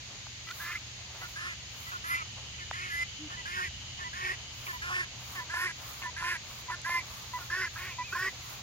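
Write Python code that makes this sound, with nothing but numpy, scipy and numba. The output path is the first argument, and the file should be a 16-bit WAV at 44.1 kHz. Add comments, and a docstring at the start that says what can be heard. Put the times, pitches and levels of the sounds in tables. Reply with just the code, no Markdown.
"""Guinea fowl on the roof of a coop call over a pasture: a short two-note cluck, then a long harsh cry, repeated.
Hoarse and clear voices overlap; each is a buzzing pulse train shaped by resonances of beak and throat.
Someone walks through the grass with a phone: steps are swells of crackling noise, snaps are noise bursts.
Filtered noise makes the air and the insects' hiss, a sine a far motor's hum; sines that glide make small
clicks, a soft coo and a faint warble."""
import sys
import numpy as np
from scipy import signal
from scipy.fft import rfft, irfft, next_fast_len
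from scipy.io import wavfile
from scipy.ndimage import uniform_filter1d, map_coordinates
from numba import njit

SR = 44100
rng = np.random.default_rng(int(sys.argv[2]) if len(sys.argv) > 2 else 0)


def to_wav(sig):
    """Store sig (one row per channel, or 1-D mono) as 16-bit WAV at the path in sys.argv[1].

    Samples outside -1..1 are clipped; the rate is SR.
    """
    pcm = np.clip(np.atleast_2d(sig), -1, 1) * 32767
    pcm = np.round(pcm).astype(np.int16)
    wavfile.write(sys.argv[1], SR, pcm.T)  # frames by channels


N = 380141

# The grass's rustle, which the crunch of the steps follows.
# Each row: time in seconds, level in dB.
RUSTLE_LEVEL = [(.3, -63), (4.5, -61.5), (5.5, -58)]
ATTACK_S = .008  # every bird note starts abruptly


def undb(db):
    """Decibels to gain."""
    return 10 ** (np.asarray(db) / 20)


def unit(x):
    """Scale to rms 1."""
    return x / np.sqrt(np.mean(x ** 2))


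def steady(x, size=1100):
    """Hold the running rms at 1 over a window of size samples."""
    return x / np.sqrt(uniform_filter1d(x * x, size) + 1e-12)


def along(x, points):
    """Read a curve of (position, value) points at x."""
    return np.interp(x, *np.transpose(points))


def bump(t, centre_s, width_s):
    """A smooth bell-shaped swell that peaks at 1."""
    return np.exp(-.5 * ((t - centre_s) / width_s) ** 2)


def sine(hz):
    """A sine that follows a moving frequency."""
    return np.sin(2 * np.pi * np.cumsum(hz) / SR)


def walk(n, rate):
    """Smooth chance: straight lines between normal draws, rate new values a second."""
    at = np.arange(n) * rate / SR
    knots = np.arange(int(at[-1]) + 2)
    return np.interp(at, knots, rng.standard_normal(len(knots)))


def colour(x, points):
    """Filter by a spectrum of (Hz, dB) points."""
    hz, db = np.transpose(points)
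    n = x.shape[-1]
    size = next_fast_len(n)
    bin_hz = np.arange(size // 2 + 1) * SR / size
    gain = undb(np.interp(np.log(bin_hz + 1), np.log(hz), db))
    return irfft(rfft(x, size) * gain, size)[..., :n]


@njit
def svf(x, hz, width):
    """Band-pass with a moving centre, gain 1 there."""
    y, band, low = np.empty(len(x)), 0., 0.
    for i in range(len(x)):
        g, k = np.tan(np.pi * hz[i] / SR), width[i] / hz[i]
        v = (band + g * (x[i] - low)) / (1 + g * (g + k))
        band, low, y[i] = 2 * v - band, low + 2 * g * v, k * v
    return y


def resonance(x, hz, width_hz):
    """A resonance with steep skirts: two equal band-passes in a row."""
    hz, width = hz + np.zeros(len(x)), width_hz + np.zeros(len(x))
    return svf(svf(x, hz, width), hz, width)


def add(out, s, x):
    """Mix x in at time s."""
    i = max(int(s * SR), 0)
    out[i:i + len(x)] += x[:N - i]


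def open_air():
    """Low rumble nearly alike in both ports and insect hiss from all round, both coloured noise."""
    # Spectrum of the open air's rumble and the insects' hiss.
    # Each row: frequency in Hz, relative density in dB.
    air_spectrum = [(22, -42), (42, -5), (78, 4.5), (170, -7.5), (480, -18.5), (1400, -17), (2200, -9),
                    (3000, -9), (4400, -8.5), (5700, -14), (6800, -7), (7500, -24), (9500, -38.5)]
    # Gain of the low rumble. Each row: time in seconds, gain in dB.
    rumble_gain = [(.8, 0.5), (3.7, 5), (4.7, 2.5)]
    mid = colour(rng.standard_normal(N), air_spectrum)
    side = colour(rng.standard_normal(N), air_spectrum)
    side = colour(side, [(130, -13), (500, 0), (1500, 0.5)])
    air = undb(-45.0) * unit(np.array([mid + side, mid - side]))
    rumble = colour(air, [(200, 1.5), (450, -58)])
    extra = undb(along(np.arange(N) / SR, rumble_gain)) - 1  # the air already holds the rumble once
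    return air + rumble * extra


def insect_chorus():
    """One chorus, a narrow band of noise, swells while the phone faces it."""
    t = np.arange(N) / SR
    chorus = np.array([unit(resonance(rng.standard_normal(N), 2990, width_hz=400)) for _ in range(2)])
    return chorus * undb(-49.5) * bump(t, 3.35, 1.5)


def motor_hum():
    """A far motor: a sine at 120 Hz whose level and phase waver."""
    t = np.arange(N) / SR
    return undb(-54.5 + 2 * walk(N, 4.0)) * np.sin(2 * np.pi * 120 * t + .5 * walk(N, 15.0))


def rustle(uneven_db=3):
    """The grass rustles unevenly: a broad band of noise with slow and quick wavers in level."""
    level_db = along(np.arange(N) / SR, RUSTLE_LEVEL)
    level_db = level_db + uneven_db * (walk(N, 9.6) + walk(N, 45))
    return undb(level_db) * unit(resonance(rng.standard_normal(N), 785, width_hz=1440))


def warble(s=7.9, length=0.38, hz=2480, db=-52, swing_hz=120, rate_hz=14):
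    """A faint, thin whistle far off: a sine whose pitch swings up and down."""
    out, t = np.zeros(N), np.arange(int(length * SR)) / SR
    swing = np.sin(2 * np.pi * rate_hz * t)
    size = undb(db + 2 * walk(len(t), 36)) * np.sqrt(np.hanning(len(t)))
    add(out, s, size * sine(hz + swing_hz * swing))
    return out


def coo(s=3.188, length=0.097, hz=298, db=-42):
    """One soft, pure, low note that arches slightly."""
    out, u = np.zeros(N), np.linspace(0, 1, int(length * SR))
    arch = np.sin(np.pi * u).clip(0)
    add(out, s, undb(db) * np.sqrt(arch) * sine(hz + 20 * (arch - .5)))
    return out


def hisses(half_s=0.033, hz=11300, width_hz=3200):
    """Short swells of very high noise."""
    # Brief high hisses. Each row: centre in seconds, peak level in dB.
    hiss_rows = [(2.11, -45), (2.95, -53), (5.61, -47.5), (6.92, -52.5)]
    t = np.arange(N) / SR
    swell = sum(undb(db) * bump(t, s, half_s) for s, db in hiss_rows)
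    return swell * unit(np.array([resonance(rng.standard_normal(N), hz, width_hz) for _ in range(2)]))


def clicks(ring_s=0.0017):
    """Small wet clicks: a few cycles of a sine that fall quickly in pitch."""
    # Small wet clicks. Each row: start in seconds, level of the sine before it dies away in dB.
    click_rows = [(2.712, -24), (5.541, -30), (6.894, -27.5)]
    out, t = np.zeros(N), np.arange(SR // 50) / SR
    hz = 750 + 2200 * np.exp(-t / 0.00045)
    for s, db in click_rows:
        add(out, s, undb(db) * sine(hz) * bump(t, 0, ring_s))
    return out


def snaps(decay_s=0.0027, spread=0.99, bright_db=-24):
    """Stalks break underfoot: a few milliseconds of crackle each, pitched by the stalk's thickness."""
    # Dry stalks that snap. Each row: start in seconds, level in dB, centre in Hz.
    snap_rows = [(0.267, -38.5, 970), (0.489, -36, 2300), (.511, -32, 2500), (6.816, -43, 6000)]
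    out, t = np.zeros(N), np.arange(SR // 25) / SR
    for s, db, hz in snap_rows:
        noise = rng.standard_normal(len(t))
        crack = unit(resonance(noise, hz, spread * hz)) + undb(bright_db) * noise
        add(out, s, undb(db) * crack * np.exp(-t / decay_s))
    return out


def footsteps(swish_s=0.075, crunch_db=61):
    """Each step bends many blades: a swell of fine crackle over a soft crunch that follows the rustle."""
    # Footsteps and legs brushing the grass.
    # Each row: centre in seconds, gain in dB on crackle and crunch.
    step_rows = [(.62, -51), (1.27, -57.5), (1.85, -54.5), (4.68, -53.5), (5.321, -55), (5.91, -52),
                 (6.55, -58.5), (7.17, -55.5), (7.42, -56.5), (7.82, -55.5), (8.2, -53.5), (8.5, -55.5)]
    t = np.arange(N) / SR
    swell = sum(undb(db) * bump(t, s, swish_s) for s, db in step_rows)
    # chance peaks in level turn the noise into crackle
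    blades = rng.standard_normal((2, N)) * undb(2 * rng.exponential(size=N) + 2 * walk(N, 62))
    crackle = undb(4.0) * unit(colour(blades, [(3000, -25.0), (15000, 12.0)]))
    crunch = unit(colour(blades, [(250, -36.5), (1150, 1), (3000, -24.5)]))
    crunch = crunch * undb(crunch_db + along(t, RUSTLE_LEVEL))
    return swell * (crackle + crunch)


def tree_line(x, t60=0.3, wet_db=-17, early_s=0.031, early_width_s=0.006, early_db=6):
    """The edge of the wood scatters a faint noise tail back, with a cluster of early echoes."""
    t = np.arange(SR) / SR
    early = undb(early_db) * bump(t, early_s, early_width_s)
    tail = rng.standard_normal((2, SR)) * (np.exp(-np.log(1000) * t / t60) + early)
    return undb(wet_db) * signal.fftconvolve(x[None], unit(tail) / np.sqrt(SR), axes=1)[:, :N]


def at_ports(x):
    """Sound from the coop reaches the left port first and is a little louder on the right."""
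    # The phone turns away from the birds and back.
    # Each row: time in seconds, lead of the left port in ms.
    bearing = [(.7, 0.054), (2.1, 0.36), (4.2, 0.43), (4.9, 0.24), (5.6, 0.12), (8.2, 0.044)]
    i = np.arange(N)
    lead = along(i / SR, bearing) * SR / 1000  # in samples
    return np.array([undb(4.5) * x, undb(6.0) * map_coordinates(x, [i - lead], order=3)])


def voice(rows, upper_hz=2300, upper_db=-8, release_s=0.013, jitter=0.0556, rasp=1.0, flutter=0.52,
          wander=0.2, surge_db=1.8, brighten=.3):
    """One note: the syrinx's pulses ring beak and throat; returns its start and its sound.

    Rows hold (s, pitch Hz, beak resonance Hz, beak dB, throat dB, roughness 0-1).
    """
    # The voice's weaker overtones. Each row: frequency in Hz, relative gain in dB.
    overtone_points = [(520, -3), (720, 29.5), (1400, 25), (2550, 27), (3200, 10), (4000, 24), (5150, 38),
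                       (5800, 27), (8000, 22), (9900, 22.5), (12200, 20.5), (15500, 6)]
    # The calls' lower resonance follows the pitch; it sounds higher in the first, more distant calls,
    # where the ground reflects. Each row: time in seconds, multiple of the pitch.
    lower_resonance = [(2.9, 3.75), (3.5, 3.1), (6.0, 3.02)]
    s, *columns = np.transpose(rows)
    t = np.arange(s[0] - ATTACK_S / 2, s[-1] + release_s / 2, 1 / SR)
    hz, beak_hz, beak_db, throat_db, rough = (np.interp(t, s, c) for c in columns)
    n, rough = len(t), np.clip(rough, 0, 1)

    # the harder the syrinx is driven, the more the length of its cycles wanders
    phase = 2 * np.pi * np.cumsum(hz * (1 + jitter * rough * walk(n, 245.1))) / SR
    k = np.arange(1, 44)  # harmonics
    # the square term spreads each pulse out in time
    pulses = unit(np.cos(np.outer(phase, k) - .2 * k ** 2).sum(axis=1))
    # its other side starts to beat at a slower rate and fills in lines between the harmonics
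    beating = 1 + flutter * rough * np.cos(0.49 * phase + walk(n, 65.4))
    breath = (1 + np.cos(phase)) * rng.standard_normal(n)  # escapes once a cycle
    buzz = pulses * beating + rasp * rough * breath

    # in a rasp the beak's resonance widens over several partials and the level surges
    surge = rough * walk(n, 163.5)
    moving_beak_hz = beak_hz * (1 + wander * rough * walk(n, 55.1))
    beak = steady(resonance(buzz, moving_beak_hz, width_hz=140 + 1150 * rough))
    beak = beak * undb(beak_db + surge_db * surge)
    throat = steady(resonance(buzz, hz * along(t, lower_resonance), width_hz=70 + 380 * rough))
    throat = throat * undb(throat_db + 6.2 * rough * walk(n, 42.7))
    # the rasp also rings an upper resonance
    upper = steady(resonance(buzz, upper_hz, width_hz=790)) * rough * undb(beak_db + upper_db)
    # overtones grow faster than the level: brighten is the extra dB for each dB of the beak
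    overtone_db = beak_db - 27.5 + 24.9 * np.minimum(rough, .38) + brighten * (beak_db + 64)
    overtones = steady(colour(buzz, overtone_points)) * undb(overtone_db)
    # the fundamental only comes through when the pitch is pressed high
    fundamental = np.sin(phase) * undb(beak_db - 29.0 + 0.42 * (np.minimum(hz, 380) - 342.0))

    edges = np.minimum((t - t[0]) / ATTACK_S, (t[-1] - t) / release_s)
    gate = np.sin(np.pi / 2 * np.clip(edges, 0, 1)) ** 2
    return t[0], (beak + throat + upper + overtones + fundamental) * gate


def note(s, length, hz, fall_hz, beak_hz, db, throat_db, rough, shift_db, catch, edge_db=3):
    """A cluck's falling note, weaker and rougher at both ends, may start with a throat rasp; rows for voice."""
    u = np.linspace(0, 1, 7)  # share of the note gone by
    slack, early = (2 * u - 1) ** 2, np.clip(1 - 2 * u, 0, 1)
    level, shift = db - edge_db * slack, shift_db * early / 2  # half off the beak, half onto the throat
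    pitch = hz - fall_hz * (u - .5)
    roughness = rough * (1 + slack) + catch * early
    return np.transpose(np.broadcast_arrays(
        s + u * length, pitch, beak_hz, level - shift, level + throat_db + shift, roughness))


def cluck(high_s, low_s, beak_hz, high_db, low_db, rasp=0.99):
    """A high falling note that catches with added roughness, and a low clean one; a list of rows for voice."""
    # The high note: middle pitch in Hz, throat over beak in dB, roughness 0-1, fall of the pitch in Hz,
    # length in seconds, shift from throat to beak in dB.
    high_note = (360, -11, 0.13, 20, .056, 16)
    # The low note: middle pitch in Hz, beak resonance in Hz, roughness 0-1, fall of the pitch in Hz,
    # length in seconds.
    low_note = (331, 1990, 0.07, 2, .046)
    # The low note grows fuller. Each row: time in seconds, throat over beak in dB.
    low_throat = [(3.4, -3), (6.0, 8.5)]
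    high_hz, high_throat_db, high_rough, high_fall_hz, high_length, shift_db = high_note
    low_hz, low_beak_hz, low_rough, low_fall_hz, low_length = low_note
    high = note(high_s, high_length, high_hz, high_fall_hz, beak_hz, high_db, high_throat_db,
                high_rough, shift_db, rasp)
    low = note(low_s, low_length, low_hz, low_fall_hz, low_beak_hz, low_db, along(low_s, low_throat),
               low_rough, 0, 0)
    return [high, low]


def clear_note(s, length, from_hz, to_hz, db):
    """The beak is tuned to one partial of a clean voice and glides with it; returns rows for voice."""
    # The clean voice: usual pitch in Hz, throat over beak in dB, roughness 0-1.
    clear_voice = (350, -11, 0.11)
    # The higher a clear note rings, the faster it swells; low ones may fade.
    # Each row: end frequency in Hz, swell in dB per second.
    swell_rate = [(1200, -3), (2050, 81)]
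    usual_hz, throat_db, rough = clear_voice
    swell_db = length * along(to_hz, swell_rate)
    partial = np.round((from_hz + to_hz) / 2 / usual_hz)
    ends = [(s, from_hz, db - swell_db), (s + length, to_hz, db)]
    return [(at, hz / partial, hz, level, level + throat_db, rough) for at, hz, level in ends]


def cry(s, length, top_hz, from_hz, to_hz, db, swell_db, throat_db, rough, slack=0.28):
    """The pitch arches and the rasp with it, the beak opens, the level swells and sags; rows for voice."""
    start_hz, end_hz = 341.7, 321.5  # slack pitch that every cry arches from and back to
    crest, peak_place = 0.58, 0.63  # where pitch and level peak, share of the cry
    sag_db, throat_fade_db = 6, 13  # fall after the peak; throat's fall per cry length from the middle
    scoop_s, scoop_hz, scoop_db = 0.01103, 24.43, 4  # a cleaner, accented chirp up from below the pitch
    opening = 0.93  # power of the share gone by: the beak opens fast at first
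    u = np.linspace(0, 1, 61)  # share of the cry gone by
    arch = np.sin(np.pi / 2 * np.interp(u, [0, crest, 1], [0, 1, 2]))
    slack_hz = start_hz + (end_hz - start_hz) * u
    hz = slack_hz + (top_hz - slack_hz) * arch
    beak_hz = from_hz + (to_hz - from_hz) * u ** opening
    beak_db = db - np.interp(u, [0, peak_place, 1], [swell_db, 0, sag_db])
    throat_db = throat_db - throat_fade_db * abs(u - .5)
    scoop = np.exp(-(u * length / scoop_s) ** 2)
    rough = rough * (1 + slack * (arch - 2 / np.pi)) * (1 - scoop / 2)
    beak_hz = beak_hz * (1 - scoop_hz * scoop / hz / 2)
    return np.transpose([s + u * length, hz - scoop_hz * scoop, beak_hz,
                         beak_db + scoop_db * scoop, throat_db, rough])


def guinea_fowl():
    """All hoarse cries, clear notes and two-note clucks, each sung by a pulsing syrinx."""
    # Long hoarse cries. Each row: start in seconds, length in seconds, top pitch in Hz,
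    # beak resonance at the start in Hz, at the end in Hz, peak beak level in dB before the ports,
    # swell up to it in dB, throat level in mid-cry in dB before the ports, mean roughness 0-1.
    cry_rows = [(0.6, 0.18, 347, 1490, 2170, -43, 4, -50, 0.42),
                (1.36, 0.18, 357, 1570, 1950, -43, 2.5, -48, 0.43),
                (2.041, 0.19, 339.5, 1700, 2380, -44, 3, -39.5, 0.44),
                (2.729, 0.2, 369, 1850, 2110, -45.5, 1, -48, 0.49),
                (3.455, 0.23, 368, 1700, 1820, -41, 5.5, -55, 0.5),
                (4.131, 0.22, 376.4, 1680, 2030, -41, 8, -51, 0.53),
                (4.819, 0.23, 368.6, 1620, 1820, -39.5, 5, -56, 0.59),
                (5.498, 0.22, 364, 1620, 1800, -38.5, 7, -50.5, 0.47),
                (6.165, .207, 360.8, 1720, 1800, -37.5, 9, -50.5, 0.5),
                (6.848, 0.17, 351.5, 1770, 2030, -41.5, -0.5, -54, 0.27),
                (7.502, 0.18, 380, 1570, 1840, -37.5, 5.5, -51, 0.35),
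                (7.757, 0.18, 374.3, 1510, 2120, -46.5, 1.5, -55.5, 0.57),
                (8.146, 0.152, 380, 1600, 1980, -38, 5, -53, 0.33)]
    # Clear notes that ring through the hoarse ones. Each row: start in seconds, length in seconds,
    # strongest partial at the start in Hz, at the end in Hz, beak level at the end in dB before the ports.
    clear_rows = [(0.505, 0.019, 1335, 1510, -47), (0.752, 0.014, 2090, 2090, -40.5),
                  (2.101, 0.064, 2030, 2040, -36), (2.898, 0.065, 1700, 1730, -43.5),
                  (2.917, 0.12, 2000, 2050, -35), (3.574, 0.031, 1590, 1610, -44),
                  (3.56, 0.101, 1833, 1857, -41), (4.225, 0.1, 1790, 1895, -39),
                  (4.923, 0.095, 1760, 1830, -37), (5.535, 0.043, 1750, 1695, -38.5),
                  (5.555, 0.065, 985, 1040, -48.5), (5.608, 0.062, 1831, 1865, -38),
                  (6.222, 0.071, 1000, 1052, -45), (6.31, 0.027, 1695, 1734, -38),
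                  (6.861, 0.121, 1030, 1025, -44.5), (6.904, 0.094, 2100, 2055, -34.5),
                  (7.503, 0.051, 1700, 1780, -38.5), (7.618, 0.048, 2060, 2028, -39),
                  (8.125, 0.015, 1402, 1590, -38), (8.152, 0.025, 1060, 1040, -41.5),
                  (8.188, 0.1, 1830, 1945, -37)]
    # Two-note clucks ahead of the cries. Each row: start of the high note in seconds, of the low note
    # in seconds, beak resonance of the high note in Hz, base level of the high note in dB before the ports,
    # of the low note in dB before the ports.
    cluck_rows = [(0.469, .47, 1480, -61, -52.5), (1.213, 1.21, 1425, -47, -52),
                  (1.917, 1.865, 1370, -43.5, -51), (2.585, 2.53, 1840, -48.5, -63),
                  (3.3, 3.371, 1680, -47, -49), (3.987, 4.04, 1720, -44.5, -47.5),
                  (4.665, 4.728, 1760, -41.5, -51), (5.352, 5.393, 1790, -41, -53.5),
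                  (6.017, 6.054, 1770, -42, -52.5), (6.698, 6.684, 1720, -41, -52),
                  (7.382, 7.335, 1430, -51.5, -49), (8.081, 7.985, 1340, -64, -47.5)]
    out = np.zeros(N)
    for row in cry_rows:
        add(out, *voice(cry(*row)))
    for row in clear_rows:
        add(out, *voice(clear_note(*row)))
    for row in cluck_rows:
        for rows in cluck(*row):
            add(out, *voice(rows))
    return out


def scene():
    """Pasture, small sounds, walker, wood's edge and birds."""
    pasture = open_air() + insect_chorus() + motor_hum() + rustle()
    small_sounds = coo() + hisses() + clicks()
    walker = footsteps() + snaps()
    birds = guinea_fowl()
    return pasture + small_sounds + walker + tree_line(birds) + at_ports(birds + warble())


def record(dry):
    """The phone cuts the top with a steep low-pass at 15.8 kHz."""
    return signal.sosfilt(signal.ellip(10, .2, 70, 15800, fs=SR, output="sos"), dry)


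dry = scene()
out = record(dry)
to_wav(out)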